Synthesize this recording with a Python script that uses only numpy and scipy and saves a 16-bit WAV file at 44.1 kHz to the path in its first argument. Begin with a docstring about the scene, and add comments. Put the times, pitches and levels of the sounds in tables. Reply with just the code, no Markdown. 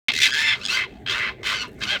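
"""Foxes squabbling over food.

Foxes screech in an outdoor pen, a few metres away. Each screech is a high wavering tone buried in
throat rasp, both chopped by a flutter of about 70-150 beats/s. Thin whines, dry throat clicks and
faint ticks go with them. Ground, fence and wall return short echoes over a lumpy low rumble."""
import sys
import numpy as np
from scipy import signal
from scipy.fft import rfft, irfft, next_fast_len
from scipy.io import wavfile
from scipy.ndimage import uniform_filter1d

SR = 44100
rng = np.random.default_rng(int(sys.argv[2]) if len(sys.argv) > 2 else 0)


def generate_wav(signal):
    """Clip the signal to [-1, 1] and save it as 16-bit WAV at the path in sys.argv[1]."""
    frames = np.transpose(np.atleast_2d(signal))
    scaled = np.clip(frames, -1, 1) * 32767
    pcm = np.round(scaled).astype(np.int16)
    wavfile.write(sys.argv[1], SR, pcm)


N = 88200

# Rasp per screech: t/s, level/dB at 1.45-2.4 kHz, then offset/dB at 0.9-1.45, 2.4-4.5, >4.5 kHz
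RASP_ENVELOPES = [
    [(0.084, -29, -17, 6.5, -0.5), (0.092, -25.5, -8.5, 9.5, -13), (0.116, -37, -4, 11, -6),
     (0.136, -37.5, -13, 10, 3), (0.192, -26.5, -26, 1, -1), (0.196, -25, -25, -8, -6.5),
     (0.232, -16.5, -23, 4, -1), (0.27, -18, -12.5, 5, -5), (0.28, -37, -9, 19.5, 10),
     (0.29, -30, 1, -1, -7)],
    [(0.29, -28, -1, -5, -7), (0.306, -34, -2, 12, 4.5), (0.322, -46, -35, -2, -14),
     (0.336, -31.5, -27, 8, 1), (0.424, -22.5, -7.5, 0.5, -6.5), (0.444, -20, -20, -6, -18),
     (0.482, -18.5, -14.5, -2, -15), (0.54, -18, -15.5, -6.5, -25), (0.564, -41.5, 5.5, 9, -8),
     (0.6, -48.5, 4, -3, -2)],
    [(0.6, -52, 5, 8, 0), (0.68, -44, -1, 6, 5), (0.69, -35, -2, 6, 0), (0.736, -32, -1, 7, 2),
     (0.79, -21, -9, -5.5, -14.5), (0.848, -29.5, -12, -4.5, -23), (0.866, -54, -9, 3, -11),
     (0.902, -53.5, -12, -1.5, -15), (0.976, -66, 3, 6.5, -9), (0.992, -64, -28.5, -6, -16),
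     (1.05, -82, 8, 3, -4)],
    [(1.063, -40.5, -2, 5.5, -17), (1.087, -29.5, -9, -3, -17), (1.101, -32.5, -1, 8.5, -4.5),
     (1.171, -30, 2, -2.5, -10.5), (1.193, -27, -4, -3.5, -12.5), (1.207, -21, -14, -14, -23),
     (1.291, -25, -5, -9.5, -27), (1.341, -57, -15, 3.5, -16), (1.387, -55.5, -22, -11, -26),
     (1.42, -57, 4.5, -9, -10)],
    [(1.432, -46.5, 1, 2, -1.5), (1.466, -25.5, -13.5, -6.5, -7.5), (1.526, -27, 2, 0.5, -7),
     (1.594, -35, -10, -1.5, -13), (1.618, -42, 2, 5, 0), (1.632, -40, 2, 5, -4), (1.652, -40, 3, 0, -12),
     (1.712, -83, -10, 14, 3), (1.78, -55.5, -14, -12, -24), (1.795, -66, 16, -4, 11)],
    [(1.803, -54, -5, -1, 6), (1.813, -41.5, -4, 4.5, -8), (1.837, -33.5, -4, 9, -3),
     (1.86, -40, 3, -3, -5), (1.88, -38, -2, 5, -6), (1.919, -30, -8.5, 7, -6),
     (1.965, -28, -6, -4.5, -16.5), (1.973, -31, -7, -5, -19), (1.985, -51, -3, 3, 0),
     (2.0, -46, -16, 4, -2)],
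]
# Throat noise spectrum: f/Hz, level/dB
RASP_SPECTRUM = [(350, -29), (600, 9), (839, -28.5), (913, -23.5), (1060, -23), (2110, -4), (2270, 0),
                 (3400, -2), (5470, -8), (10400, -28), (17000, -34.5)]
# Lower edges of the rasp bands: f/Hz
RASP_EDGES_HZ = [900, 1450, 2400, 4500]
# Fixed ringing peaks colouring the rasp of every screech: f/Hz, width/Hz, gain/dB
FIXED_RESONANCES = [(1890, 450, -4), (2090, 90, -5), (2550, 63, -1), (3260, 37, -0.5), (4000, 120, -14)]
# Voiced stretches: t/s, f/Hz, level/dB of partials 1, 2, 3
VOICED_STRETCHES = [
    [(0.085, 724.9, -50, -71, -20), (0.105, 719, -37.5, -51, -26.5), (0.108, 780, -37, -47, -36)],
    [(0.113, 1914, -54, -42, -60), (0.119, 1862, -42, -47, -61), (0.147, 1876, -33, -29, -60),
     (0.193, 2025, -30.5, -33, -58), (0.197, 2020, -23, -41, -60)],
    [(0.2, 1791, -65, -34, -48), (0.232, 1735, -25, -16.5, -37), (0.248, 1729, -36, -20, -34),
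     (0.276, 1772, -21, -30, -29.5), (0.285, 1784, -52, -44, -52)],
    [(0.287, 1600, -36, -31, -50), (0.307, 1590, -35, -29, -42), (0.32, 1660, -25, -29, -31),
     (0.345, 1650, -21, -28, -33), (0.36, 1665, -22, -29, -38)],
    [(0.362, 1680, -22, -32, -38), (0.39, 1715, -22, -32, -35), (0.422, 1784, -26.5, -38, -37),
     (0.492, 1753, -27.5, -23, -33.5), (0.542, 1734, -34, -24.5, -38.5), (0.56, 1670, -76, -41.5, -71)],
    [(0.59, 1120, -50, -62, -60), (0.607, 1190, -48, -46, -50), (0.616, 1320, -46, -37, -38),
     (0.632, 1390, -46, -42, -41), (0.642, 1620, -46, -40, -44), (0.665, 1700, -46, -40, -48),
     (0.682, 1600, -58, -50, -60)],
    [(0.684, 1240, -40, -36, -36), (0.696, 1300, -36, -23, -35), (0.714, 1400, -37, -28, -27),
     (0.73, 1450, -33, -29, -30), (0.755, 1560, -32, -28, -30), (0.77, 1520, -36, -30, -38)],
    [(0.773, 1043, -34, -24, -28), (0.795, 1057, -69, -36, -45), (0.817, 1014, -61, -29, -35),
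     (0.843, 1078, -43, -37.5, -42), (0.865, 956, -42, -74, -47)],
    [(1.063, 1623, -45.5, -38.5, -55), (1.089, 1661, -37, -30, -42), (1.113, 1564, -47, -29, -36),
     (1.131, 1780, -36, -26.5, -44), (1.14, 1760, -57, -38, -50)],
    [(1.143, 959, -54, -25, -30), (1.195, 942, -75, -36, -37.5), (1.215, 1020, -63, -56, -36),
     (1.291, 1001, -42, -36, -35), (1.32, 1020, -44, -64, -69)],
    [(1.433, 1013, -64, -40, -43), (1.443, 1020, -48, -56, -41), (1.451, 1005, -63, -35.5, -34),
     (1.519, 1008, -59, -41, -31.5), (1.55, 1004, -42, -46, -41)],
    [(1.545, 1510, -36, -31, -36), (1.59, 1490, -44, -36, -35), (1.612, 1450, -40, -29, -33),
     (1.632, 1430, -36, -29, -36), (1.645, 1400, -50, -45, -54), (1.72, 1390, -76, -64, -80)],
    [(1.81, 1617, -39, -67, -64), (1.818, 1606, -34, -43, -49), (1.83, 1623, -45, -35, -54),
     (1.84, 1576, -46, -62, -32), (1.855, 1520, -64, -28, -55)],
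    [(1.874, 1479, -35, -37, -35), (1.89, 1511, -37, -29, -37.5), (1.9, 1576, -35, -28.5, -40),
     (1.946, 1621, -29, -29.5, -60), (1.968, 1430, -32, -28.5, -52), (1.98, 1500, -43, -48, -68)],
]
# Strong-weak cycle alternation per stretch: depth/dB
SUBHARMONIC_DB = [-43, -29, -14.5, -41, -33, -57, -23, -23, -20, -15, 0, -11, -17, -5.5]
# Pitch jitter per stretch: rms/Hz
PITCH_JITTER_HZ = [40, 60, 40, 45, 50, 28, 42, 35, 50, 45, 45, 40, 50, 42]
# Flutter phase: t/s, count/beats
FLUTTER_BEATS = [(.091, 0), (.121, 2), (.141, 3), (.165, 5), (.191, 7), (.235, 10), (.268, 13), (.297, 16),
                 (.317, 18), (.339, 21), (.365, 25), (.392, 29), (.445, 37), (.503, 46), (.56, 55),
                 (.616, 60), (.654, 64), (.686, 67), (.713, 70), (.737, 73), (.757, 75), (.782, 78),
                 (.82, 82), (.865, 87), (1.065, 100), (1.098, 103), (1.125, 105), (1.149, 107),
                 (1.182, 110), (1.216, 114), (1.258, 119), (1.287, 122), (1.322, 126), (1.433, 140),
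                 (1.483, 145), (1.53, 150), (1.579, 155), (1.628, 160), (1.655, 163), (1.817, 180),
                 (1.837, 182), (1.863, 185), (1.878, 187), (1.9, 190), (1.915, 192), (1.932, 194),
                 (1.952, 196), (2, 201)]
# Flutter depth: t/s, depth/dB
FLUTTER_DEPTH_DB = [(.084, 3), (.105, 6), (.115, 24), (.2, 20), (.22, 8), (.285, 9), (.3, 17), (.35, 12),
                    (.4, 5), (.56, 4), (.61, 9), (.645, 14), (.655, 14), (.68, 14), (.69, 4), (.86, 5),
                    (1.06, 20), (1.09, 17), (1.11, 5), (1.16, 9), (1.3, 5), (1.43, 16), (1.47, 5),
                    (1.55, 6), (1.63, 11), (1.66, 6), (1.81, 7), (2, 6)]
# Contour per whine: t/s, f/Hz, level/dB
WHINE_CONTOURS = [
    [(0.36, 928, -42), (0.524, 900, -42.5), (0.53, 938.7, -58)],
    [(1.63, 1039, -46), (1.648, 1005, -34.5), (1.675, 950, -48)],
    [(1.915, 596, -40.5), (1.949, 608, -38), (1.965, 520, -40)],
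]
# Throat clicks: t/s, level/dB
THROAT_CLICKS = [(.6362, -23), (.6432, -19), (.652, -5), (.6613, -5), (.6722, -14), (.6842, -12)]
# Modes rung by a click: f/Hz, level/dB
CLICK_RING_MODES = [(1680, -20), (3350, 0), (4050, -8), (5050, -6), (6650, -10), (8400, -16)]
# Ticks in a pause: t/s, level/dB
FAINT_TICKS = [(1.6803, -49), (1.690, -54), (1.716, -55), (1.730, -54), (1.742, -55), (1.791, -51)]
# Ground and fence reflections: delay/s, gain/dB
REFLECTIONS = [(.0019, -11), (.0034, -11), (.0057, -14)]
# Background spectrum: f/Hz, level/dB
RUMBLE_SPECTRUM = [(15, -55), (25, -5.5), (118, -2.5), (228, -5), (393, -3.5), (561, -16.5), (626, -7),
                   (845, -19), (942, -35), (2140, -24.5), (4710, -47), (10200, -48), (15200, -59),
                   (17000, -62)]

LOW_CUT_HZ, HIGH_CUT_HZ = 40, 17700


def rasp():
    """Throat noise, coloured by fixed ringing peaks, in four bands weighted per screech."""
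    noise = shaped_noise(RASP_SPECTRUM)
    for hz, width_hz, db in FIXED_RESONANCES:
        r = np.exp(-np.pi * width_hz / SR)
        zeros = [(1 - r * r) / 2, 0, (r * r - 1) / 2]
        poles = [1, -2 * r * np.cos(2 * np.pi * hz / SR), r * r]
        noise = noise + amp(db) * signal.lfilter(zeros, poles, noise)
    edges_hz = RASP_EDGES_HZ + [HIGH_CUT_HZ]
    low, core, mid, high = [dense_band(noise, a, b) for a, b in zip(edges_hz, edges_hz[1:])]
    out = 0
    for screech in RASP_ENVELOPES:
        (db, low_db, mid_db, high_db), window = contours(screech)
        mix = core + amp(low_db) * low + amp(mid_db) * mid + amp(high_db) * high
        out = out + window * amp(db) * mix
    return out


def voice(beats, depth_db, gain_db=6, shimmer_db=1.5, chirp_per_db=.002, slope_db=-9.5):
    """Six jittered partials; alternating strong and weak cycles add lines halfway between."""
    out, jitter = 0, drift(400)
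    chirp = 1 + chirp_per_db * depth_db * np.sin(2 * np.pi * beats)  # pitch swings with each beat
    wobble_db = [shimmer_db * drift(180) for _ in range(4)]
    for stretch, sub_db, jitter_hz in zip(VOICED_STRETCHES, SUBHARMONIC_DB, PITCH_JITTER_HZ):
        (hz, *partial_db), window = contours(stretch)
        phase = 2 * np.pi * np.cumsum(hz * chirp + jitter_hz * jitter) / SR
        partial_db += [partial_db[2] + slope_db * k for k in range(1, 4)]
        partials = sum(amp(db + wobble_db[k % 4]) * np.sin((k + 1) * phase + k * k)
                       for k, db in enumerate(partial_db))
        alternation = 1 + amp(sub_db) * np.cos(phase / 2)
        out = out + window * amp(gain_db) * partials * alternation
    return out


def flutter(beats, depth_db, rise_beats=.3, lead_beats=.12, stray_beats=.04):
    """Chopping gain, rms near 1: each beat opens fast and closes slower."""
    position = (beats + lead_beats + stray_beats * drift(38)) % 1
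    closure = np.interp(position, [0, 1 - rise_beats, 1], [0, 1, 0])
    uneven_db = drift(27) + drift(270)
    gain = amp(uneven_db - depth_db * uniform_filter1d(closure, size=40))
    return gain / np.sqrt(uniform_filter1d(gain ** 2, size=1200))


def whines(waver_hz=8):
    """Thin wavering sines under the screeches."""
    out = 0
    for whine in WHINE_CONTOURS:
        (hz, db), window = contours(whine)
        phase = 2 * np.pi * np.cumsum(hz + waver_hz * drift(55)) / SR
        out = out + window * amp(db) * np.sqrt(2) * np.sin(phase)
    return out


def clicks(swell_s=.0009, t60_s=.011):
    """Each click rings the throat briefly: quick swell, fast decay."""
    t, out = np.arange(N) / SR, 0
    for start_s, db in THROAT_CLICKS:
        age_s = np.maximum(t - start_s, 0)
        swell = np.minimum(age_s / swell_s, 1) ** 2
        envelope = swell * amp(db - 60 * np.maximum(age_s - swell_s, 0) / t60_s)
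        for hz, mode_db in CLICK_RING_MODES:
            half_turns, stray = rng.uniform(-1.1, 1, 2)
            ring = np.sin(2 * np.pi * hz * age_s + np.pi * half_turns)
            out = out + envelope * amp(mode_db - 5 + 2 * stray) * ring
    return out


def reflections(x):
    """Delayed copies off ground and fence."""
    n = np.arange(N)
    return sum(amp(db) * np.interp(n - delay_s * SR, n, x) for delay_s, db in REFLECTIONS)


def wall_echo(x, gain_db=-23.5, t60_s=.31, cut_hz=1660):
    """Dull echo off wall and ground: ten low-passed feedback delays."""
    size = next_fast_len(N + SR)
    hz = np.fft.rfftfreq(size, 1 / SR)
    lowpass = 1 / (1 + 1j * hz / cut_hz)
    response = 0
    for k, delay_s in enumerate(np.geomspace(.017, .053, 10)):
        loop = amp(-60 * delay_s / t60_s) * lowpass * np.exp(-2j * np.pi * hz * delay_s)
        response = response + (-1) ** k * loop / (1 - loop)
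    return amp(gain_db) * irfft(rfft(x, size) * response, size)[:N]


def ticks(decay_s=.005, band_hz=(4000, 14000)):
    """Faint decaying puffs of bright noise."""
    t = np.arange(N) / SR
    envelope = sum(amp(db - 4.5) * (t >= start_s) * np.exp(-np.abs(t - start_s) / decay_s)
                   for start_s, db in FAINT_TICKS)
    return envelope * unit_rms(bandpass(rng.standard_normal(N), *band_hz))


def rumble(level_db=-39, swell_db=1.8):
    """Distant outdoor rumble; octaves swell partly together, partly alone."""
    noise = shaped_noise(RUMBLE_SPECTRUM)
    out, common = 0, .6 * drift(14)
    for low_hz in 20 * 2. ** np.arange(10):
        octave = bandpass(noise, low_hz, min(2 * low_hz, 20000))
        out = out + amp(swell_db * (common + drift(9.9))) * octave
    return amp(level_db) * unit_rms(out)


def amp(db):
    return 10 ** (np.asarray(db) / 20)


def unit_rms(x):
    return x / np.sqrt(np.mean(x ** 2) + 1e-20)


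def contours(rows, fade_s=.003):
    """Columns interpolated per sample, and a window fading outside their time span."""
    times_s, *columns = np.transpose(rows)
    t = np.arange(N) / SR
    window = np.clip(1 + np.minimum(t - times_s[0], times_s[-1] - t) / fade_s, 0, 1)
    return [np.interp(t, times_s, column) for column in columns], window


def drift(rate_hz):
    """Low-passed random wander, rms 1."""
    r = np.exp(-2 * np.pi * rate_hz / SR)
    return unit_rms(signal.lfilter([1], [1, -2 * r, r * r], rng.standard_normal(N + SR))[SR:])


def shaped_noise(spectrum):
    """Noise with the given spectrum, interpolated over log f."""
    hz, db = np.transpose(spectrum)
    bins_hz = np.fft.rfftfreq(N, 1 / SR) + 1
    gain = amp(np.interp(np.log(bins_hz), np.log(hz), db))
    return irfft(rfft(rng.standard_normal(N)) * gain, N)


def bandpass(x, low_hz, high_hz):
    return signal.sosfilt(signal.butter(2, [low_hz, high_hz], "band", fs=SR, output="sos"), x)


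def dense_band(noise, low_hz, high_hz, window_s=.0015):
    """Noise band with its level evened: dense, not crackling; rms 1."""
    x = bandpass(noise, low_hz, high_hz)
    power = uniform_filter1d(x ** 2, size=int(window_s * SR)) + .058 * np.mean(x ** 2)
    return unit_rms(bandpass(x / np.sqrt(power), low_hz, high_hz))


def scene():
    """Foxes, echoes, ticks and rumble; mono."""
    (beats,), _ = contours(FLUTTER_BEATS)
    (depth_db,), _ = contours(FLUTTER_DEPTH_DB)
    calls = flutter(beats, depth_db) * (rasp() + voice(beats, depth_db)) + whines()
    foxes = calls + reflections(calls) + clicks()
    return (foxes + wall_echo(foxes) + ticks() + rumble())[None]


def record(dry):
    """Silent lead-in, gain control on loud calls, low and high cut."""
    start_s = .0838
    threshold_db, reduction_per_db, memory_s = -34.5, .27, .086
    x = dry * (np.arange(N) >= start_s * SR)
    pole = np.exp(-1 / (memory_s * SR))
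    level_db = 10 * np.log10(signal.lfilter([1 - pole], [1, -pole], x ** 2) + 1e-12)
    x = x * amp(-reduction_per_db * np.maximum(level_db - threshold_db, 0))
    x = signal.sosfilt(signal.butter(4, LOW_CUT_HZ, "high", fs=SR, output="sos"), x)
    return signal.sosfilt(signal.cheby2(16, 40, HIGH_CUT_HZ, fs=SR, output="sos"), x)


dry = scene()
out = record(dry)
generate_wav(out)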